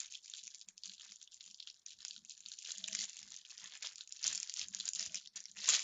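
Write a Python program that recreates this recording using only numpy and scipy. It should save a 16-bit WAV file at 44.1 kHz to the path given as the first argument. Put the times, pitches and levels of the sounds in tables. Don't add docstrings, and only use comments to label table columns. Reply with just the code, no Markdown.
import sys
import numpy as np
from scipy import signal
from scipy.fft import rfft, irfft, next_fast_len
from scipy.io import wavfile
from scipy.ndimage import uniform_filter1d, map_coordinates

SR = 44100
rng = np.random.default_rng(int(sys.argv[2]) if len(sys.argv) > 2 else 0)


def master(y):
    cut = np.clip(np.atleast_2d(y).T, -1, 1)
    pcm = np.round(cut * 32767)
    wavfile.write(sys.argv[1], SR, pcm.astype(np.int16))


def elevation(decibels):
    levels = np.asarray(decibels, float)
    return 10 ** (levels / 20)


N = 257367

# start [t/s], length [t/s],
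# crackle at the start [level/dB], change by the end [level/dB], large folds re crackle [level/dB]
FINGER_MOVES = [(0, 0.097, -46.5, -17, -17.5), (0.113, 0.074, -56.5, -3.5, -25.5),
                (0.244, 0.15, -57, 3.5, -24), (0.436, 0.19, -58.5, -3, -24),
                (0.687, 0.019, -66.5, -8, -5.5), (0.777, 0.033, -73, 5, -23),
                (0.848, 0.096, -54, -7, -25.5), (0.987, 0.077, -64, 4, -17.5),
                (1.099, 0.054, -59.5, -1, -19.5), (1.2, 0.027, -59.5, 2.5, -27),
                (1.32, 0.047, -59, -3, -28), (1.412, 0.14, -59, -8, -23.5), (1.597, 0.033, -63.5, -2, -26),
                (1.678, 0.025, -50.5, -14, -21), (1.751, 0.083, -72.5, -5.5, -19),
                (1.865, 0.06, -58, 0, -20.5), (1.999, 0.19, -56, -5, -24), (2.251, 0.021, -73, -4, -21),
                (2.29, 0.047, -56.5, 1.5, -28), (2.382, 0.16, -66, 11, -20), (2.595, 0.1, -63.5, 15, -22),
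                (2.705, 0.099, -51.5, -2, -19), (2.834, 0.21, -53, 7, -19.5), (3.085, .29, -60, 3, -16.5),
                (3.377, 0.092, -63.5, 3, -19), (3.505, 0.026, -52, 1, -13.5), (3.584, 0.18, -52, -4, -14.5),
                (3.832, 0.1, -45, -13, -14), (3.98, 0.035, -54.5, 1, -23.5),
                (4.105, 0.33, -64, -2.5, -14.5), (4.204, 0.018, -57.5, 7, -17.5),
                (4.252, 0.13, -39.5, -13.5, -15), (4.421, 0.083, -56, 4.5, -20.5),
                (4.563, 0.057, -50.5, 8.5, -17.5), (4.693, 0.037, -69.5, 0, -16),
                (4.737, 0.17, -52.5, -4.5, -16), (4.962, 0.1, -47.5, 0.5, -20.5),
                (5.108, 0.15, -50.5, -8, -19), (5.368, 0.065, -48, -26, -15),
                (5.444, 0.092, -61, -11.5, -18), (5.564, 0.082, -54.5, 10, -13.5),
                (5.687, 0.019, -29.5, -0.5, -16.5), (5.724, 0.13, -35, -14, -13.5)]
# onset [t/s], peak before the tick trim [level/dB], ring [f/Hz],
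# body re that peak before the body trim [level/dB]
CREASE_SNAPS = [(0.0034, -23.5, 6950, -39), (0.0603, -37, 6650, -31), (0.1075, -44, 6500, -29),
                (0.1235, -39, 6800, -38), (0.1531, -31, 3320, -41), (0.2483, -46, 6200, -34),
                (0.2596, -36.5, 5830, -23), (0.2996, -36, 6740, -36), (0.3381, -30, 3600, -32),
                (0.3781, -36.5, 6400, -34), (0.4375, -35, 5800, -50), (0.4708, -36, 6300, -38),
                (0.478, -34, 6140, -19.5), (0.5469, -37, 5850, -27), (0.5535, -39, 5740, -26.5),
                (0.614, -33.5, 4770, -53), (0.6872, -32.5, 6700, -27), (0.7794, -32, 5760, -48),
                (0.836, -31.5, 4330, -50), (0.857, -32, 6800, -35), (0.8963, -32.5, 3950, -31),
                (0.9815, -42.5, 3730, -39), (0.9976, -38, 3270, -31), (1.0102, -37, 3220, -26),
                (1.0316, -42, 4480, -20), (1.0932, -42.5, 3700, -24), (1.1209, -35.5, 5800, -19),
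                (1.1596, -35.5, 7000, -47), (1.2153, -37.5, 3600, -33), (1.2284, -40, 5940, -35),
                (1.276, -41.5, 3400, -32), (1.3213, -45.5, 3570, -44), (1.3443, -36, 6700, -51),
                (1.4088, -34.5, 3910, -32.5), (1.4626, -40, 6740, -27), (1.512, -38.5, 5600, -50),
                (1.5449, -35.5, 5050, -50), (1.6023, -29.5, 3880, -52), (1.6267, -34.5, 3690, -51),
                (1.6737, -31, 3480, -31), (1.701, -34.5, 5300, -46), (1.7438, -47.5, 5070, -36),
                (1.7953, -50, 6200, -48), (1.8635, -32.5, 5900, -53), (1.9886, -41.5, 4640, -34),
                (2.0057, -37, 3560, -37), (2.0505, -24.5, 5930, -29.5), (2.0827, -31, 6350, -40),
                (2.1097, -29.5, 3930, -33), (2.164, -36, 3500, -29), (2.179, -38.5, 3500, -45),
                (2.2204, -53, 5740, -23), (2.25, -38.5, 6440, -27), (2.2967, -30.5, 6400, -49),
                (2.322, -44, 6870, -37), (2.378, -39, 6770, -32), (2.406, -38.5, 6700, -23),
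                (2.4613, -31, 3900, -53), (2.4862, -35.5, 6860, -36), (2.5182, -30, 3760, -36),
                (2.5379, -34, 4700, -36), (2.5884, -33, 6040, -46), (2.6506, -36, 6150, -30),
                (2.7063, -32.5, 3650, -23.5), (2.7188, -24, 6560, -35), (2.7827, -26.5, 7060, -38),
                (2.8419, -25.5, 3560, -39), (2.8797, -27.5, 7000, -24), (2.8844, -28.5, 6410, -14.5),
                (2.9303, -25, 5560, -28.5), (2.9506, -18, 5700, -26), (2.9903, -25, 5030, -25.5),
                (3.0098, -25, 5370, -27), (3.0182, -28.5, 5600, -30), (3.0544, -31.5, 6380, -23),
                (3.096, -33, 6760, -21), (3.1319, -36.5, 5670, -24), (3.169, -30, 6420, -27.5),
                (3.1914, -34.5, 6060, -32), (3.2298, -32, 6100, -21.5), (3.3211, -38, 5360, -38),
                (3.3426, -32.5, 4870, -33), (3.3646, -33, 6560, -37), (3.4515, -40, 3000, -27),
                (3.5051, -38.5, 6650, -13), (3.5795, -35, 5170, -35), (3.6586, -33.5, 3460, -24),
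                (3.7546, -39, 7000, -9), (3.7744, -39, 6840, -21), (3.8247, -33, 6300, -19),
                (3.829, -34, 5500, -19), (3.8714, -24, 5200, -39), (3.9579, -34, 6600, -38),
                (4.0092, -31.5, 3680, -31), (4.0756, -34, 6200, -40), (4.0933, -40, 6860, -37),
                (4.124, -26.5, 6070, -49), (4.1704, -38.5, 6500, -35), (4.2287, -29, 5320, -35),
                (4.2351, -27, 4950, -42), (4.2422, -21, 5510, -37), (4.2681, -16.5, 6400, -47),
                (4.279, -16.5, 6460, -29), (4.3296, -22.5, 6890, -27), (4.35, -23.5, 6730, -30),
                (4.356, -25.5, 6540, -26), (4.3774, -26, 5830, -23), (4.4017, -24, 6890, -42),
                (4.4306, -22.5, 6040, -23), (4.4747, -34.5, 5400, -28), (4.4967, -23, 5600, -29.5),
                (4.54, -23.5, 7000, -33.5), (4.572, -29, 6700, -30), (4.5947, -23, 5400, -24),
                (4.6146, -22.5, 2950, -35), (4.6314, -37, 4830, -39), (4.6847, -33, 6700, -38),
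                (4.7485, -22.5, 5700, -38), (4.8009, -22.5, 3680, -34), (4.808, -26, 3680, -42.5),
                (4.8556, -26, 6900, -34), (4.8797, -25.5, 4640, -29), (4.8893, -20, 7050, -41),
                (4.9347, -25, 5900, -49), (4.9506, -26, 6810, -41), (4.995, -22, 5200, -30),
                (5.0276, -24.5, 5050, -28.5), (5.0624, -24.5, 6220, -20), (5.1452, -24.5, 6360, -19.5),
                (5.1564, -24, 5800, -30), (5.26, -37, 3870, -39), (5.2744, -34.5, 4520, -30.5),
                (5.3598, -30, 6900, -23), (5.4043, -35.5, 6790, -35), (5.4405, -40, 5860, -36),
                (5.456, -33, 5400, -25.5), (5.5153, -39.5, 6680, -47), (5.5705, -40.5, 6700, -5.5),
                (5.6028, -38, 5070, -26), (5.6426, -32, 3330, -34), (5.6584, -25, 5000, -24.5),
                (5.677, -25, 6700, -21), (5.69, -9.5, 6760, -35), (5.697, -15.5, 6900, -21),
                (5.7043, -15, 6700, -32), (5.724, -25, 4090, -27), (5.742, -15.5, 6000, -24),
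                (5.7501, -17.5, 6270, -25), (5.7628, -23, 5870, -27), (5.7694, -25, 4600, -25),
                (5.7825, -29, 4800, -23), (5.7936, -24.5, 5900, -18), (5.8028, -24, 6790, -31),
                (5.8187, -31.5, 5810, -20)]
# [f/Hz], relative [level/dB]
SMALL_CREASE_SPECTRUM = [(1500, -48.5), (2500, -7.5), (3400, -4.5), (5700, -5.5), (6900, -2), (9000, -6.5)]
# [f/Hz], relative [level/dB]
LARGE_FOLD_SPECTRUM = [(200, -32.5), (500, -15), (900, -12.5), (1300, -8.5), (1650, -3), (2100, -1),
                       (2700, -6.5), (3500, -7.5), (5000, -35.5)]
# [f/Hz], time to fall 60 dB [t/s]
REVERB_TIME = [(300, 0.14), (2500, 0.15), (7000, 0.14)]
# start [t/s], length [t/s],
# drone [level/dB], rumble [level/dB]
BAG_DRAGS = [(0.437, 0.05, -91, -100), (0.686, .01, -82, -94), (0.863, 0.047, -80.5, -100),
             (1.091, 0.015, -81.5, -100), (1.49, 0.0047, -82, -86.5), (1.967, 0.022, -94, -90.5),
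             (2.178, 0.078, -78, -86), (2.434, 0.069, -89, -93), (2.806, 0.094, -77, -93),
             (2.93, 0.1, -70, -83), (3.208, 0.11, -80, -86), (3.634, 0.0071, -78, -81),
             (3.71, 0.009, -89, -100), (3.935, 0.023, -94, -93), (4.263, .05, -79.5, -71),
             (4.34, 0.052, -83, -80.5), (4.614, 0.23, -73, -82), (4.984, 0.026, -74, -82.5),
             (5.077, 0.013, -75, -72.5), (5.12, 0.046, -76.5, -89), (5.24, .03, -83, -100),
             (5.359, 0.0051, -77.5, -79.5), (5.506, 0.12, -78.5, -87), (5.695, 0.038, -72.5, -67.5)]
# start [t/s], length [t/s], [level/dB]
BRISK_SLIDES = [(2.702, 0.15, -89), (2.83, 0.14, -78), (5.012, 0.15, -78)]
# centre [f/Hz], width before the skirts are steepened [f/Hz]
TABLE_MODES = [(195, 36.3), (635, 63)]
# [f/Hz], relative [level/dB]
RUMBLE_SPECTRUM = [(15, -45), (35, -15), (90, 1.5), (140, -3.5), (300, -8), (550, -23.5), (900, -23.5)]
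# [f/Hz], per transform bin [level/dB]
NOISE_ESTIMATE = [(100, -114), (600, -102), (1500, -103), (2500, -94.5), (4000, -102), (7500, -102)]
# [f/Hz], gain [level/dB]
MICROPHONE_BAND = [(7100, 2.5), (7400, -1), (7700, -18.5), (7900, -31), (8300, -60.5), (9000, -99)]
# [f/Hz], gain [level/dB]
MIRROR_RESPONSE = [(7800, -89.5), (8100, 0.5), (8500, -14.5), (8900, -28.5), (9200, -43.5), (10000, -63),
                   (16000, -89)]
# [f/Hz], relative [level/dB]
HISS_SPECTRUM = [(20, 3), (200, -4), (600, -6), (2500, -5), (7000, -25.5), (8000, -12.5), (11000, -18),
                 (15500, -29), (16000, -35)]

GRIP_DB_PER_S, LET_GO_DB_PER_S = 996.5, 500.5
SETTLING_DB, SETTLING_FOLDS_DB = -85.5, -94
CRUSH_DB = -43.5
RISE_DB_PER_S, FALL_DB_PER_S = 491, 388
REST_DRONE_DB, REST_RUMBLE_DB = -101, -100
INNER_RATE_HZ = 16000
LEAD_S = 0.002


def unit(x):
    return x / np.sqrt(np.mean(x ** 2) + 1e-20)


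def along(points, hz):
    f, v = np.transpose(points)
    return np.interp(np.log(hz + 1), np.log(f + 1), v)


def wobble(rate):
    knots = rng.standard_normal(int(N * rate / SR) + 4)
    return map_coordinates(knots, [np.arange(N) * rate / SR])


def filtered(x, response):
    m = next_fast_len(N + 8192)
    return irfft(rfft(x, m) * response(np.fft.rfftfreq(m, 1 / SR)), m)[:N]


def coloured(x, spectrum):
    return filtered(x, lambda hz: elevation(along(spectrum, hz)))


def strokes(start, length, rise_db_per_s, fall_db_per_s, *levels_db, change_db=0):
    hop = 64
    t = np.arange(0, N + hop, hop) / SR - start[:, None]
    length = np.maximum(length, 1e-3)[:, None]
    shape_db = rise_db_per_s * np.minimum(t, 0) - fall_db_per_s * np.maximum(t - length, 0)
    shape_db = shape_db + np.reshape(change_db, (-1, 1)) * np.clip(t / length, 0, 1)
    knots = np.arange(t.shape[1]) * hop
    return [np.interp(np.arange(N), knots, elevation(db[:, None] + shape_db).sum(axis=0)) for db in levels_db]


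def bursts(decay_s, spectrum, ring_hz, octaves, broad_db, size=512):
    t, hz = np.arange(size) / SR - LEAD_S, np.fft.rfftfreq(size, 1 / SR)
    shape = np.exp(-np.where(t < 0, -t / 0.28, t) / decay_s[:, None])
    push = rng.standard_normal((len(ring_hz), size)) * shape
    flip = np.abs(t).argmin()
    push[:, flip] *= 1 + 4.35 / np.abs(push[:, flip])
    ring = np.exp(-0.5 * (np.log2((hz + 1) / ring_hz[:, None]) / octaves) ** 2)
    rows = irfft(rfft(push) * elevation(along(spectrum, hz)) * (ring + elevation(broad_db)), size)
    return rows / np.abs(rows).max(axis=1, keepdims=True)


def placed(s, rows):
    start = np.round((s - LEAD_S) * SR).astype(int).clip(0)
    where = start[:, None] + np.arange(rows.shape[1])
    return np.bincount(where.ravel(), rows.ravel(), N + SR)[:N]


def crackle(spectrum, centre_hz, spread, decay_s, octaves, uneven_db, most_db, count):
    draw, when = rng.standard_normal((count, 2)), rng.random((count, 2))
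    life_s = decay_s * np.exp(0.44 * draw[:, 0])
    ring_hz = centre_hz * np.exp(spread * draw[:, 1])
    rows = bursts(life_s, spectrum, ring_hz, octaves, broad_db=-5.5)
    size_db = np.minimum(-uneven_db * np.log(when[:, 1]), most_db)
    return unit(placed(when[:, 0] * N / SR, elevation(size_db)[:, None] * rows))


def film_crackle():
    start, length, db, change_db, under_db = np.transpose(FINGER_MOVES)
    fine_gain, folds_gain = strokes(start, length, GRIP_DB_PER_S, LET_GO_DB_PER_S,
                                    db, db + under_db, change_db=change_db)
    crushed = fine_gain ** 2 / (fine_gain ** 2 + elevation(2 * CRUSH_DB))
    clumps = wobble(45) * (1 - 0.6 * crushed)

    fine = crackle(SMALL_CREASE_SPECTRUM, 5350, 0.4, 0.001, octaves=0.32,
                   uneven_db=7.0, most_db=11.5, count=2600)
    folds = crackle(LARGE_FOLD_SPECTRUM, 1623, 0.61, 0.0029, octaves=0.11,
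                    uneven_db=2.0, most_db=6.5, count=2000)
    roar = crackle(SMALL_CREASE_SPECTRUM, 5400, 0.4, 0.001, octaves=0.33,
                   uneven_db=4.5, most_db=5.5, count=7000)
    fine = np.sqrt(1 - crushed) * fine + np.sqrt(crushed) * roar

    small = elevation(2.8 * clumps) * (fine_gain + elevation(SETTLING_DB)) * fine
    large = elevation(2.57 * clumps) * (folds_gain + elevation(SETTLING_FOLDS_DB)) * folds
    return small + large


def snaps():
    s, db, hz, body_db = np.transpose(CREASE_SNAPS)
    life = np.exp(0.34 * rng.standard_normal((len(s), 2)))
    tick = bursts(0.0012 * life[:, 0], SMALL_CREASE_SPECTRUM, hz, octaves=0.22, broad_db=-11.5)
    body = bursts(0.0014 * life[:, 1], LARGE_FOLD_SPECTRUM, 0.4 * hz, octaves=0.11, broad_db=-14.0)
    tick_gain, body_gain = elevation(db + 2.5), elevation(db + body_db + 4.0)
    return placed(s, tick_gain[:, None] * tick + body_gain[:, None] * body)


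def room(x):
    out, step = np.zeros(N + SR), SR // 3
    for start in range(0, N, step):
        hz, t, z = signal.stft(rng.standard_normal(SR // 4), SR, nperseg=256)
        decay = elevation(-60 * t / along(REVERB_TIME, hz)[:, None])
        tail = signal.istft(z * decay, SR, nperseg=256)[1]
        wet = signal.fftconvolve(x[start:start + step], tail / np.linalg.norm(tail))
        out[start:start + len(wet)] += wet
    return out[:N]


def mode_response(centre, width):
    return lambda f: (1j * f * width / (centre * centre - f * f + 1j * f * width)) ** 1.77


def table():
    start, length, drone_db, rumble_db = np.transpose(BAG_DRAGS)
    drone, rumble = strokes(start, length, RISE_DB_PER_S, FALL_DB_PER_S, drone_db, rumble_db)
    start, length, upper_db = np.transpose(BRISK_SLIDES)
    upper, = strokes(start, length, RISE_DB_PER_S, FALL_DB_PER_S, upper_db)

    friction = unit(coloured(rng.standard_normal(N), RUMBLE_SPECTRUM))
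    out = (rumble + elevation(REST_RUMBLE_DB)) * elevation(2.8 * wobble(7.3)) * friction
    for (centre, width), gain in zip(TABLE_MODES, [drone + elevation(REST_DRONE_DB), upper]):
        ringing = unit(filtered(rng.standard_normal(N), mode_response(centre, width)))
        out = out + gain * elevation(2.5 * wobble(26)) * ringing
    return out


def scene():
    bag = film_crackle() + snaps()
    return (bag + elevation(-10) * room(bag) + table())[None]


def suppressed(x):
    hz, _, z = signal.stft(x, SR, nperseg=512, noverlap=384)
    power = uniform_filter1d(np.abs(z) ** 2, size=7, axis=0)
    power = uniform_filter1d(power, size=5, axis=1)
    noise = elevation(2 * along(NOISE_ESTIMATE, hz))[:, None]
    gain = np.clip(1 - noise / (np.abs(power) + 1e-20), elevation(-15.5), 1) ** 1.5
    return signal.istft(z * gain, SR, nperseg=512, noverlap=384)[1][:N]


def mirror_image(narrow):
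    carrier = np.cos(2 * np.pi * INNER_RATE_HZ * np.arange(N) / SR)
    return coloured(2 * narrow * carrier, MIRROR_RESPONSE)


def hiss():
    return elevation(-87.5) * unit(coloured(rng.standard_normal(N), HISS_SPECTRUM))


def roll_off(x):
    return signal.sosfilt(signal.butter(12, 15700, fs=SR, output="sos"), x)


def record(dry):
    narrow = coloured(suppressed(dry[0]), MICROPHONE_BAND)
    mix = narrow + mirror_image(narrow) + hiss()
    return roll_off(mix)


dry = scene()
out = record(dry)
master(out)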